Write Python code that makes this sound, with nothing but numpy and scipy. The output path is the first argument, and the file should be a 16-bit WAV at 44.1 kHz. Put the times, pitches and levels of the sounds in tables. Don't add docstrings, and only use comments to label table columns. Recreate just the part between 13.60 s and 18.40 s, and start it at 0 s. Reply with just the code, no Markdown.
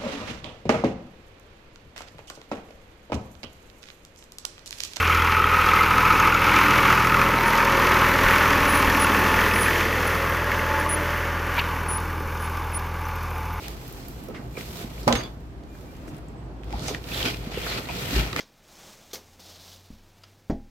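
import sys
import numpy as np
from scipy import signal
from scipy.fft import rfft, irfft, next_fast_len
from scipy.io import wavfile
from scipy.ndimage import uniform_filter1d

SR = 44100
rng = np.random.default_rng(int(sys.argv[2]) if len(sys.argv) > 2 else 0)


def decibels_to_gain(level_db):
    exponent = np.asarray(level_db, float) / 20
    return 10 ** exponent


def inscribe(sig):
    pcm = np.round(np.clip(np.atleast_2d(sig).T, -1, 1) * 32767)
    wavfile.write(sys.argv[1], SR, pcm.astype(np.int16))


N = 211676
HALF_SECOND = np.arange(SR // 2) / SR


def unit(x):
    return x / np.sqrt(np.mean(x ** 2))


def colour(x, table):
    hz, db = np.transpose(table)
    size = next_fast_len(x.shape[-1])
    f = np.maximum(np.fft.rfftfreq(size, 1 / SR), 1)
    gain = decibels_to_gain(np.interp(np.log(f), np.log(hz), db))
    return irfft(rfft(x, size) * gain, size)[..., :x.shape[-1]]


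def ring(x, hz, t60):
    pole = np.exp(2j * np.pi * hz / SR - np.log(1000) / (t60 * SR))
    return signal.lfilter([1], [1, -pole], x).imag


def band(x, hz, width_hz):
    return signal.lfilter(*signal.iirpeak(min(hz, .45 * SR), hz / width_hz, fs=SR), x)


def band_twice(x, hz, width_hz):
    return band(band(x, hz, width_hz), hz, width_hz)


def decay(t, t60):
    return np.exp(-np.log(1000) * t / t60)


def pan(db):
    return decibels_to_gain(np.array([db, -db]) / 2)


def walk(rate):
    k = int(SR / rate)
    held = np.repeat(rng.standard_normal(N // k + 1), k)
    return 1.3 * uniform_filter1d(uniform_filter1d(held, k), k)[:N]


# (frequency [Hz], side minus mid [dB])
PORT_SPREAD = [(60, -8), (110, -21), (200, -15.5), (380, -13.5), (700, -1), (1290, 1), (2380, -0.5),
               (4400, 1.5), (8120, 0.5), (15000, -0.5)]


def wide(envelope=1.):
    mid, side = envelope * rng.standard_normal((2, N))
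    side = colour(side, PORT_SPREAD)
    return np.array([mid + side, mid - side])


def grains(rate, spread_db, tail_s):
    hit = rng.random(N) < rate / SR
    size = decibels_to_gain(spread_db * np.minimum(rng.exponential(size=N), 5.))
    power = signal.lfilter([1], [1, -np.exp(-1 / (tail_s * SR))], (hit * size) ** 2)
    return unit(np.sqrt(power + 1e-9))


def curve(table):
    s, *columns = np.transpose(table)
    return [np.interp(np.arange(N) / SR, s, c) for c in columns]


def add(out, s, sound):
    i = int(s * SR)
    out[:, i:i + sound.shape[1]] += sound[:, :N - i]


def draught(hz, width_hz, steady):
    wave = band(band(rng.standard_normal(N), hz, width_hz), hz, 2 * width_hz)
    wave = signal.hilbert(wave, next_fast_len(N))[:N]
    return unit(wave.real / (np.abs(wave) + 1e-9) ** steady)


# (time [s], level [dB])
DRAUGHT = [(0.0, -54), (0.09, -41), (0.22, -46), (0.59, -39.5), (0.67, -71), (0.86, -35), (1.1, -39),
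           (1.16, -40.5), (1.45, -40.5), (1.54, -29), (1.72, -41.5), (2.45, -51), (2.85, -38.5),
           (2.93, -40), (3.15, -37), (3.4, -42), (4.03, -39.5), (4.75, -46)]
# (frequency [Hz], width [Hz], level [dB])
AIR_MODES = [(54.05, 5.7, -4.5), (120.7, 19, -10.5)]
# (time [s], level [dB], swell [s], t60 [s])
THUDS = [
    (1.527, -19.5, 0.014, 0.2),
    (3.139, -24, 0.0073, 0.065),
    (4.518, -15, 0.052, 0.35),
]


def shed_air():
    hum = sum(decibels_to_gain(db) * draught(hz, w, steady=0.32) for hz, w, db in AIR_MODES)
    out = np.tile(unit(hum) * decibels_to_gain(curve(DRAUGHT)[0] + 0.4), (2, 1))
    t = HALF_SECOND
    boom_hz = 54.9
    for s, db, swell, t60 in THUDS:
        shape = np.minimum(t / swell, 1) ** 2 * decay(np.maximum(t - swell, 0), t60)
        add(out, s, np.tile(decibels_to_gain(db) * shape * np.sin(2 * np.pi * boom_hz * t), (2, 1)))
    return out


# (frequency [Hz], level [dB per Hz])
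YARD = [(15, -37), (25, -7), (60, 5), (97, -6.5), (321, -6), (410, -13.5), (496, -30), (553, -19.5),
        (901, -26), (1390, -33), (1510, -29), (1830, -30), (7910, -48.5), (10000, -53.5), (15200, -68),
        (16500, -76)]


def yard():
    return unit(colour(wide(decibels_to_gain(1.2 * walk(6.23))), YARD)) * decibels_to_gain(-42)


def strokes(table):
    s, swell, fade, db = np.transpose(table)[:4, :, None]
    late = np.arange(N) / SR - s
    part = np.where(late < 0, -late / swell, late / fade)
    drop_db, bend = 24.5, 1.175
    return decibels_to_gain(2 * (db - drop_db * part ** bend)) + 1e-12


# (hardest at [s], swell [s], fade [s], level [dB], stone pitch [Hz])
SCRAPES = [(.068, 0.36, 0.22, -48.5, 3200), (.4, 1, 1, -57, 2330), (.748, 0.056, 0.2, -49, 1290),
           (.98, 0.043, 0.16, -46.5, 2710), (1.224, 0.28, 0.15, -48, 3460), (1.46, 0.9, .3, -53.5, 3320),
           (1.58, 0.11, 0.14, -39, 2500), (2.3, 0.4, 3.8, -64, 1900), (2.57, 0.52, 0.062, -57.5, 2580),
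           (3.14, 0.11, 0.55, -48.5, 2500), (3.286, 0.18, 0.11, -34.5, 5000),
           (3.349, 0.055, 0.012, -39.5, 2030), (3.55, 0.14, 0.3, -38.5, 3660),
           (3.671, 0.19, 0.09, -29, 2870), (3.931, 0.19, 0.78, -43.5, 2820),
           (4.12, 0.12, 0.16, -35.5, 3400), (4.184, 0.43, 0.044, -34.5, 2920), (4.4, 0.33, 0.28, -40, 2870),
           (4.579, 0.22, 0.17, -30, 2900), (4.8, 0.14, .2, -36, 2510)]
# (hardest at [s], swell [s], fade [s], level [dB])
SWEEPS = [(.05, 0.57, 0.29, -50.5), (.35, 1, 0.5, -51), (.66, 1, .05, -56.5), (.9, 0.027, .3, -62),
          (.98, 0.045, 1, -48.5), (1.22, 0.55, 0.067, -46), (1.52, 0.76, 0.22, -52.5),
          (2.17, 0.2, 0.9, -59.5), (2.57, 0.18, 0.071, -64), (3.29, 0.36, 0.26, -54.5),
          (3.54, 0.15, 0.47, -40.5), (4.06, 0.25, 0.41, -43), (4.4, 0.081, .4, -43.5),
          (4.58, 0.49, 0.16, -37.5), (4.8, 0.2, .2, -43.5)]
# (time [s], left minus right [dB])
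DOOR_SIDE = [(0, 0), (3.0, 2), (3.4, -1.5), (4.0, 2.5), (4.8, 2)]
# (frequency [Hz], level [dB per Hz])
GRIT = [(410, -17), (700, -2), (832, -14.5), (1520, 0.5), (1660, -8.5), (1840, 0.5), (2170, -4),
        (2380, -3.5), (3360, -3), (6330, -11.5), (11000, -20), (14300, -10), (22000, -120)]
GRASS = [(4710, -4), (8000, -5.5), (9680, -12), (10900, -9), (12500, -3), (15200, -10.5), (16200, -16),
         (16500, -40)]
BOARD = [(47, -18), (80, 2.5), (190, -0.5), (226, -5), (299, -2.5), (434, -4), (646, -9), (751, -11.5),
         (815, -11), (1020, -15.5), (1300, -17), (1690, -28.5), (2860, -120)]
# (frequency [Hz], width [Hz], level [dB])
BRACE = [(1350, 110, -1.5), (1770, 56, -11), (2350, 150, 7.5), (3200, 48, -25), (4200, 270, 1),
         (5000, 68, -11)]


def drag():
    pulls = strokes(SCRAPES)
    pull_power = pulls.sum(axis=0)
    grit_db = 10 * np.log10(pull_power)
    grass_db = 10 * np.log10(strokes(SWEEPS).sum(axis=0))
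    centre_hz = np.transpose(SCRAPES)[-1] @ pulls / pull_power
    catch = wide(grains(rate=1000.0, spread_db=1.5, tail_s=0.0036))
    brace = sum(decibels_to_gain(db + 3.0 * walk(43.0)) * band(catch, hz, 2.74 * w) for hz, w, db in BRACE)
    coloured, grit = colour(catch, GRIT), 0
    for hz in 700 * 2 ** (np.arange(14) / 3):
        octaves = np.log2(hz / centre_hz)
        lift_db = 4.0 * np.exp(-(octaves / 0.79) ** 2) + 1.9 * walk(29.97)
        lift_db = lift_db - 6 * np.maximum(octaves, 0)
        grit = grit + decibels_to_gain(lift_db) * band_twice(coloured, hz, 0.79 * hz)
    grit = unit(grit) + decibels_to_gain(-6.5) * unit(brace)
    grass = unit(colour(1.4 * catch + wide(decibels_to_gain(2.04 * walk(26.17))), GRASS))
    board = unit(colour(wide(grains(rate=510.0, spread_db=1.0, tail_s=0.0054)), BOARD))
    board_gain = np.hypot(decibels_to_gain(-18 + 0.4645 * grit_db), decibels_to_gain(-51.5))
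    foot = decibels_to_gain(grit_db - 1.5) * grit + decibels_to_gain(grass_db + 1.54) * grass
    return pan(curve(DOOR_SIDE)[0]) * foot + board_gain * board


# (time [s], length [s], frequency [Hz],
# width [Hz], rms level [dB])
RUBS = [(.684, 0.024, 460, 50, -37), (0.746, .009, 1290, 300, -42.5), (0.767, 0.0089, 2180, 300, -56),
        (0.782, 0.0076, 1500, 400, -51), (1.47, .006, 4000, 1200, -44), (1.476, .006, 3800, 900, -31),
        (1.562, 0.014, 3700, 400, -36), (1.604, 0.013, 1900, 600, -39), (2.148, 0.0096, 1530, 500, -50),
        (2.659, 0.64, 780, 237, -55), (3.1325, .016, 800, 30, -27), (3.154, 0.0089, 815, 80, -41),
        (3.235, 0.015, 740, 120, -39.5), (3.283, 0.016, 730, 120, -45), (3.485, 0.0068, 2000, 900, -44),
        (3.511, 0.15, 3400, 700, -37.5), (3.735, .016, 2420, 150, -37), (3.867, 0.0066, 1660, 900, -49),
        (3.916, 0.11, 3100, 500, -45), (3.94, .008, 1960, 1200, -39), (3.997, 0.011, 2390, 1200, -43),
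        (4.062, 0.013, 1530, 200, -31.5), (4.078, 0.063, 4080, 500, -38), (4.152, .055, 2530, 250, -46),
        (4.253, 0.013, 4060, 883, -44), (4.288, 0.018, 2400, 300, -35.5), (4.355, 0.013, 2590, 900, -42),
        (4.535, 0.061, 1810, 180, -37.5), (4.577, .04, 2870, 400, -41), (4.671, 0.048, 1240, 250, -44),
        (4.73, .008, 1240, 300, -35), (4.728, 0.0081, 3960, 500, -34.5), (4.76, 0.0068, 1230, 300, -30),
        (4.79, 0.013, 2060, 250, -33), (4.79, .008, 1200, 400, -34),
        (.03, .05, 2800, 900, -46), (.684, .006, 5500, 1500, -52), (.952, .008, 2330, 150, -46),
        (.969, .01, 2340, 150, -38), (1.482, .012, 800, 250, -20), (1.495, .05, 1020, 60, -28),
        (1.495, .06, 550, 60, -26), (1.49, .08, 231, 30, -27), (1.525, .006, 6300, 900, -26),
        (1.525, .006, 2400, 700, -25), (2.004, .008, 900, 500, -50), (3.14, .025, 200, 60, -35),
        (3.2, .07, 200, 70, -37), (3.265, .05, 6000, 1600, -39), (3.346, .009, 1800, 400, -34),
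        (3.346, .008, 3200, 1500, -35), (3.517, .01, 2550, 200, -35), (3.543, .009, 4000, 400, -33),
        (3.575, .007, 3500, 900, -29), (3.626, .008, 3300, 600, -26), (3.651, .011, 3000, 1500, -25),
        (3.63, .07, 500, 200, -36), (3.67, .04, 3200, 250, -35), (4.02, .04, 3200, 1200, -40),
        (.742, .045, 2000, 1100, -43), (2.034, .008, 3500, 3000, -56), (2.365, .008, 6000, 6000, -56),
        (2.47, .04, 6000, 5000, -56), (2.566, .007, 9500, 6000, -55), (2.58, .007, 9000, 6000, -57),
        (2.682, .009, 7500, 1500, -56), (3.279, .009, 6300, 900, -33), (1.553, .075, 6370, 40, -41),
        (1.583, .03, 4680, 50, -43), (1.625, .05, 3430, 40, -42), (1.625, .035, 4620, 50, -44)]


def rubs():
    out = np.zeros((2, N))
    rise = .3
    unlike, steady, settle = .35, .7, 4096
    for s, length, hz, width_hz, db in RUBS:
        feed = rng.standard_normal((3, SR // 2 + settle))
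        feed = feed[0] + unlike * feed[1:]
        wave = signal.hilbert(band(band(feed, hz, width_hz), hz, 2 * width_hz))[:, settle:]
        wave = unit(wave.real / (np.abs(wave) + 1e-9) ** steady)
        part = HALF_SECOND / length
        shape = np.sin(np.pi / 2 * np.clip(np.minimum(part / rise, (1 - part) / (1 - rise)), 0, 1))
        add(out, s, decibels_to_gain(db) * shape * wave)
    return out


# (time [s], peak [dB], bright edge [dB], left minus right [dB])
SNAPS = [(0.0813, -24, -5, 0), (0.278, -39.5, 8.5, -2), (0.325, -43, 14, 1), (0.483, -42, 17, -1),
         (.637, -47, 12, -2), (.6838, -49, 12, -4), (1.17, -30.5, -3, -4), (1.8057, -49.5, 2, -1),
         (2.21, -42, -1, -3), (2.5444, -40.5, -12, 7), (2.6846, -56, 4, 4), (3.042, -42, -5, 3)]
# (time [s], peak [dB], centre [Hz], t60 [s], bright edge [dB])
CLACKS = [
    (1.477, -11.5, 1900, 0.071, -13.5),
    (1.5252, -7.5, 2930, 0.027, -22),
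    (1.552, -15.5, 2090, 0.13, -22),
    (1.6052, -28, 2270, 0.031, -38),
    (1.6347, -31, 2060, 0.033, -8),
    (2.4773, -41, 2020, 0.13, -29),
]
# (time [s], peak [dB], centre [Hz], left minus right [dB])
HINGE = [(0.7435, -44, 2130, 4), (0.761, -47, 2040, -2), (0.78, -48, 1790, -6), (0.9713, -42, 2230, 0),
         (1.009, -26.5, 2760, 4), (1.2402, -33, 2180, 2), (1.379, -33, 2060, 1), (1.43, -33.5, 5010, -8),
         (2.568, -44, 1540, 6), (2.585, -44, 1770, -8), (3.0334, -38, 2220, -8)]
STONES = [(3.1058, -33.5, 2190, 1.5), (3.1262, -27, 1900, 2), (3.167, -43, 2750, 4), (3.194, -28, 3680, -6),
          (3.2814, -18.5, 5600, 1), (3.3468, -17.5, 1750, 0), (3.4406, -28, 2880, 0), (3.517, -29, 2560, 8),
          (3.545, -28, 3200, 0), (3.5767, -24, 3380, 6), (3.628, -16.5, 3200, 7), (3.653, -22, 2840, -5),
          (3.659, -21, 2560, 13), (3.7, -24, 2350, 5), (3.744, -23, 2430, 10), (3.769, -28, 3780, 3),
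          (4.0659, -23, 1540, -5), (4.2872, -26, 2320, -4), (4.3096, -23.5, 2350, 9), (4.675, -24, 1980, 5),
          (4.729, -19.5, 2050, 1), (4.7622, -13, 2050, 1), (4.7914, -14, 2060, 6)]


def ticks():
    out, t = np.zeros((2, N)), np.arange(SR // 8) / SR
    # (time [s], peak [dB], centre [Hz], left minus right [dB], t60 [s], bright edge [dB])
    clicks = [(s, db, 2000, pan_db, 0.026, edge_db) for s, db, edge_db, pan_db in SNAPS]
    clicks += [(s, db, hz, -1.5, t60, edge_db) for s, db, hz, t60, edge_db in CLACKS]
    clicks += [(*h, 0.024, -55) for h in HINGE]
    clicks += [(*stone, 0.016, -23.5) for stone in STONES]
    for s, db, hz, pan_db, t60, edge_db in sorted(clicks):
        shape = decay(t, 0.61 * t60) * np.minimum(t / 0.00099, 1)
        burst = rng.standard_normal((2, 2, len(t))) * shape
        body = band(band(burst[0], hz, 0.69 * hz), hz, hz)
        body = body + decibels_to_gain(0.75 * edge_db + 4.0) * band_twice(burst[0], 3600.0, 4200.0)
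        edge = band_twice(burst[1], 14000.0, 9700.0)
        click = body / np.abs(body).max() + decibels_to_gain(edge_db - 1.5) * edge / np.abs(edge).max()
        add(out, s, decibels_to_gain(db) * pan(pan_db)[:, None] * click)
    return out


# (time [s], peak [dB], pitch [Hz], left minus right [dB])
KNOCKS = [(0.699, -35.5, 240, -6), (0.792, -28.5, 203, -2), (1.011, -41, 202, -9), (1.238, -32.5, 231, 0),
          (1.555, -23, 260, 5), (2.194, -42, 287, -7), (2.478, -31, 300, 7), (2.53, -30, 144, 1),
          (3.215, -28, 160, 1), (3.513, -34, 285, -2), (3.654, -25.5, 255, 2), (3.869, -27, 232, 1),
          (4.528, -24, 285, 1), (4.56, -20.5, 390, -1), (4.586, -20.5, 162, 4), (4.728, -30.5, 336, 3),
          (4.762, -27, 281, 0), (4.791, -26, 294, 3)]
RAPS = [(0.685, -28, 457, -4), (0.697, -34, 470, 8), (0.707, -31, 466, 0.5), (0.743, -46, 1350, -5),
        (0.973, -26, 450, -4), (1.529, -17, 490, 1), (2.004, -57, 505, -13), (3.138, -42, 820, -3),
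        (3.281, -23.5, 738, -1), (3.308, -24.5, 443, 3), (3.973, -22.5, 510, -1), (4.065, -26.5, 473, -5),
        (4.287, -30.5, 950, 13), (4.298, -35, 690, -19), (4.762, -24.5, 580, 6), (4.792, -25, 513, -9)]
# (frequency [Hz], level [dB], t60 [s])
PANEL = [(129, -20, 0.17), (231, 1, 0.19), (360, -10, 0.014), (550, -26, 0.061), (594.5, -0.5, 0.052),
         (690, -16, 0.14), (799, -2.5, 0.16), (914, 0, 0.038), (997, -4.5, 0.072), (1305, 5, 0.078)]


def panel_modes(force):
    return sum(decibels_to_gain(db) * ring(force, hz, t60) for hz, db, t60 in PANEL)


def knocks():
    out, t = np.zeros((2, N)), HALF_SECOND
    # t60 [s], panel level [dB]
    blows = [(*k, 0.1, -9.5) for k in KNOCKS] + [(*r, 0.034, -17) for r in RAPS]
    for s, db, hz, pan_db, t60, panel_db in blows:
        push = rng.standard_normal((3, len(t))) * np.exp(-t / 0.004) * np.minimum(t / 0.0017, 1)
        push = push[0] + 0.1 * push[1:]
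        soft = band(push, hz, 2.3 * hz)
        spot = ring(soft, hz, .6 * t60) + 10. * band(soft, hz, 1.5 * hz)
        panel = panel_modes(soft)
        blow = spot / np.abs(spot).max() + decibels_to_gain(panel_db) * panel / np.abs(panel).max()
        add(out, s, decibels_to_gain(db) * pan(pan_db)[:, None] * blow)
    return out


# (time [s], frequency [Hz], level [dB], t60
# [s], left minus right [dB])
LATCH = [(1.527, 7290, -33.5, 0.056, -8), (1.553, 3920, -34, 0.05, 8), (1.555, 6360, -53, 0.084, 15),
         (1.556, 3470, -26.5, 0.043, -1), (1.57, 7100, -48, 0.091, 0), (1.59, 4600, -52, 0.061, 4),
         (1.628, 3340, -44, 0.2, 1), (1.629, 4780, -46, 0.091, -6), (.953, 2350, -47, .02, 3),
         (.97, 2310, -35, 0.022, 3), (.744, 2350, -43, 0.035, 1)]


def latch():
    out, t = np.zeros((2, N)), HALF_SECOND
    for s, hz, db, t60, pan_db in LATCH:
        rattle = rng.standard_normal((2, len(t))) * np.exp(-t / 0.0036)
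        bar = ring(rattle, hz, t60)
        add(out, s, decibels_to_gain(db) * pan(pan_db)[:, None] * bar / np.abs(bar).max(axis=1, keepdims=True))
    return out


# (time [s], level [dB], contact time [s], left minus right [dB])
SLAM = [
    (1.4700, -17, 0.0029, 1),
    (1.4737, -15.5, 0.0015, -1),
    (1.478, -3.5, 0.00075, -1.5),
    (1.4814, -14.5, 0.0011, 0),
    (1.4846, -15, 0.0012, -3),
    (1.498, -30, 0.00044, -2),
    (1.506, -22, 0.001, -8),
]


def slam():
    out, t = np.zeros((2, N)), HALF_SECOND
    lag_s = np.array([[0.00028], [0]])
    for s, db, contact, pan_db in SLAM:
        force = np.sin(np.pi * np.clip((t - lag_s) / contact, 0, 1))
        panel = panel_modes(force) / force[1].sum()
        crack = band(force, 0.68 / contact, 0.53 / contact)
        loose = band(band(rng.standard_normal((2, len(t))), 650.0, 710.0), 710.0, 1390.0)
        loose = loose * np.exp(-t / 0.063) * np.minimum(t / 0.0032, 1)
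        blow = crack / np.abs(crack).max() + decibels_to_gain(-13.5) * panel + decibels_to_gain(-5) * loose
        add(out, s, -decibels_to_gain(db) * pan(pan_db)[:, None] * blow)
    return out


# (start [s], end [s], pitch [Hz], level [dB])
BIRDS = [
    (2.09, 2.102, 7100, -64),
    (2.087, 2.182, 2410, -60),
    (2.28, 2.31, 2360, -56),
    (2.763, 2.818, 8000, -69),
    (2.83, 2.875, 8000, -72),
]


def birds():
    out = np.zeros((2, N))
    for start, end, hz, db in BIRDS:
        n = int((end - start) * SR)
        waver = 1 + 0.004 * walk(100.0)[:n]
        whistle = np.hanning(n) ** 0.33 * np.sin(2 * np.pi * hz * np.cumsum(waver) / SR)
        add(out, start, np.tile(decibels_to_gain(db) * whistle, (2, 1)))
    return out


def plank_walls():
    t = HALF_SECOND
    walls = rng.standard_normal((2, len(t))) * decay(t, 0.22) * np.minimum(t / 0.0079, 1)
    walls = colour(walls, [(100, 5.0), (1500, -4.5), (8000, -2.5), (16000, 1.0)])
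    walls += colour(walls[::-1] - walls, [(150, -4), (500, -16), (2000, -37)])
    return walls / np.sqrt(np.sum(walls ** 2, axis=1, keepdims=True))


def scene():
    doors = drag() + slam() + knocks() + ticks() + latch()
    walls = plank_walls()
    around = yard() + shed_air() + birds()
    doors = doors + rubs()
    return doors + decibels_to_gain(-6.5) * signal.fftconvolve(doors, walls, axes=1)[:, :N] + around


def roll_off(x):
    return signal.sosfilt(signal.butter(12, 16620, fs=SR, output="sos"), x)


# (frequency [Hz], left minus right [dB])
PORTS = [(50, 1.5), (500, -3), (2000, -1.5), (8000, -1.5), (13000, -6.5)]


def record(dry):
    left = colour(dry[0], [(hz, db / 2) for hz, db in PORTS])
    right = colour(dry[1], [(hz, -db / 2) for hz, db in PORTS])
    x = np.array([left, right])
    x = signal.sosfilt(signal.butter(3, 38., "high", fs=SR, output="sos"), x)
    x = signal.sosfilt(signal.ellip(6, .2, 45, 15850, fs=SR, output="sos"), x)
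    return roll_off(np.clip(x, -1, 1))


dry = scene()
out = record(dry)
inscribe(out)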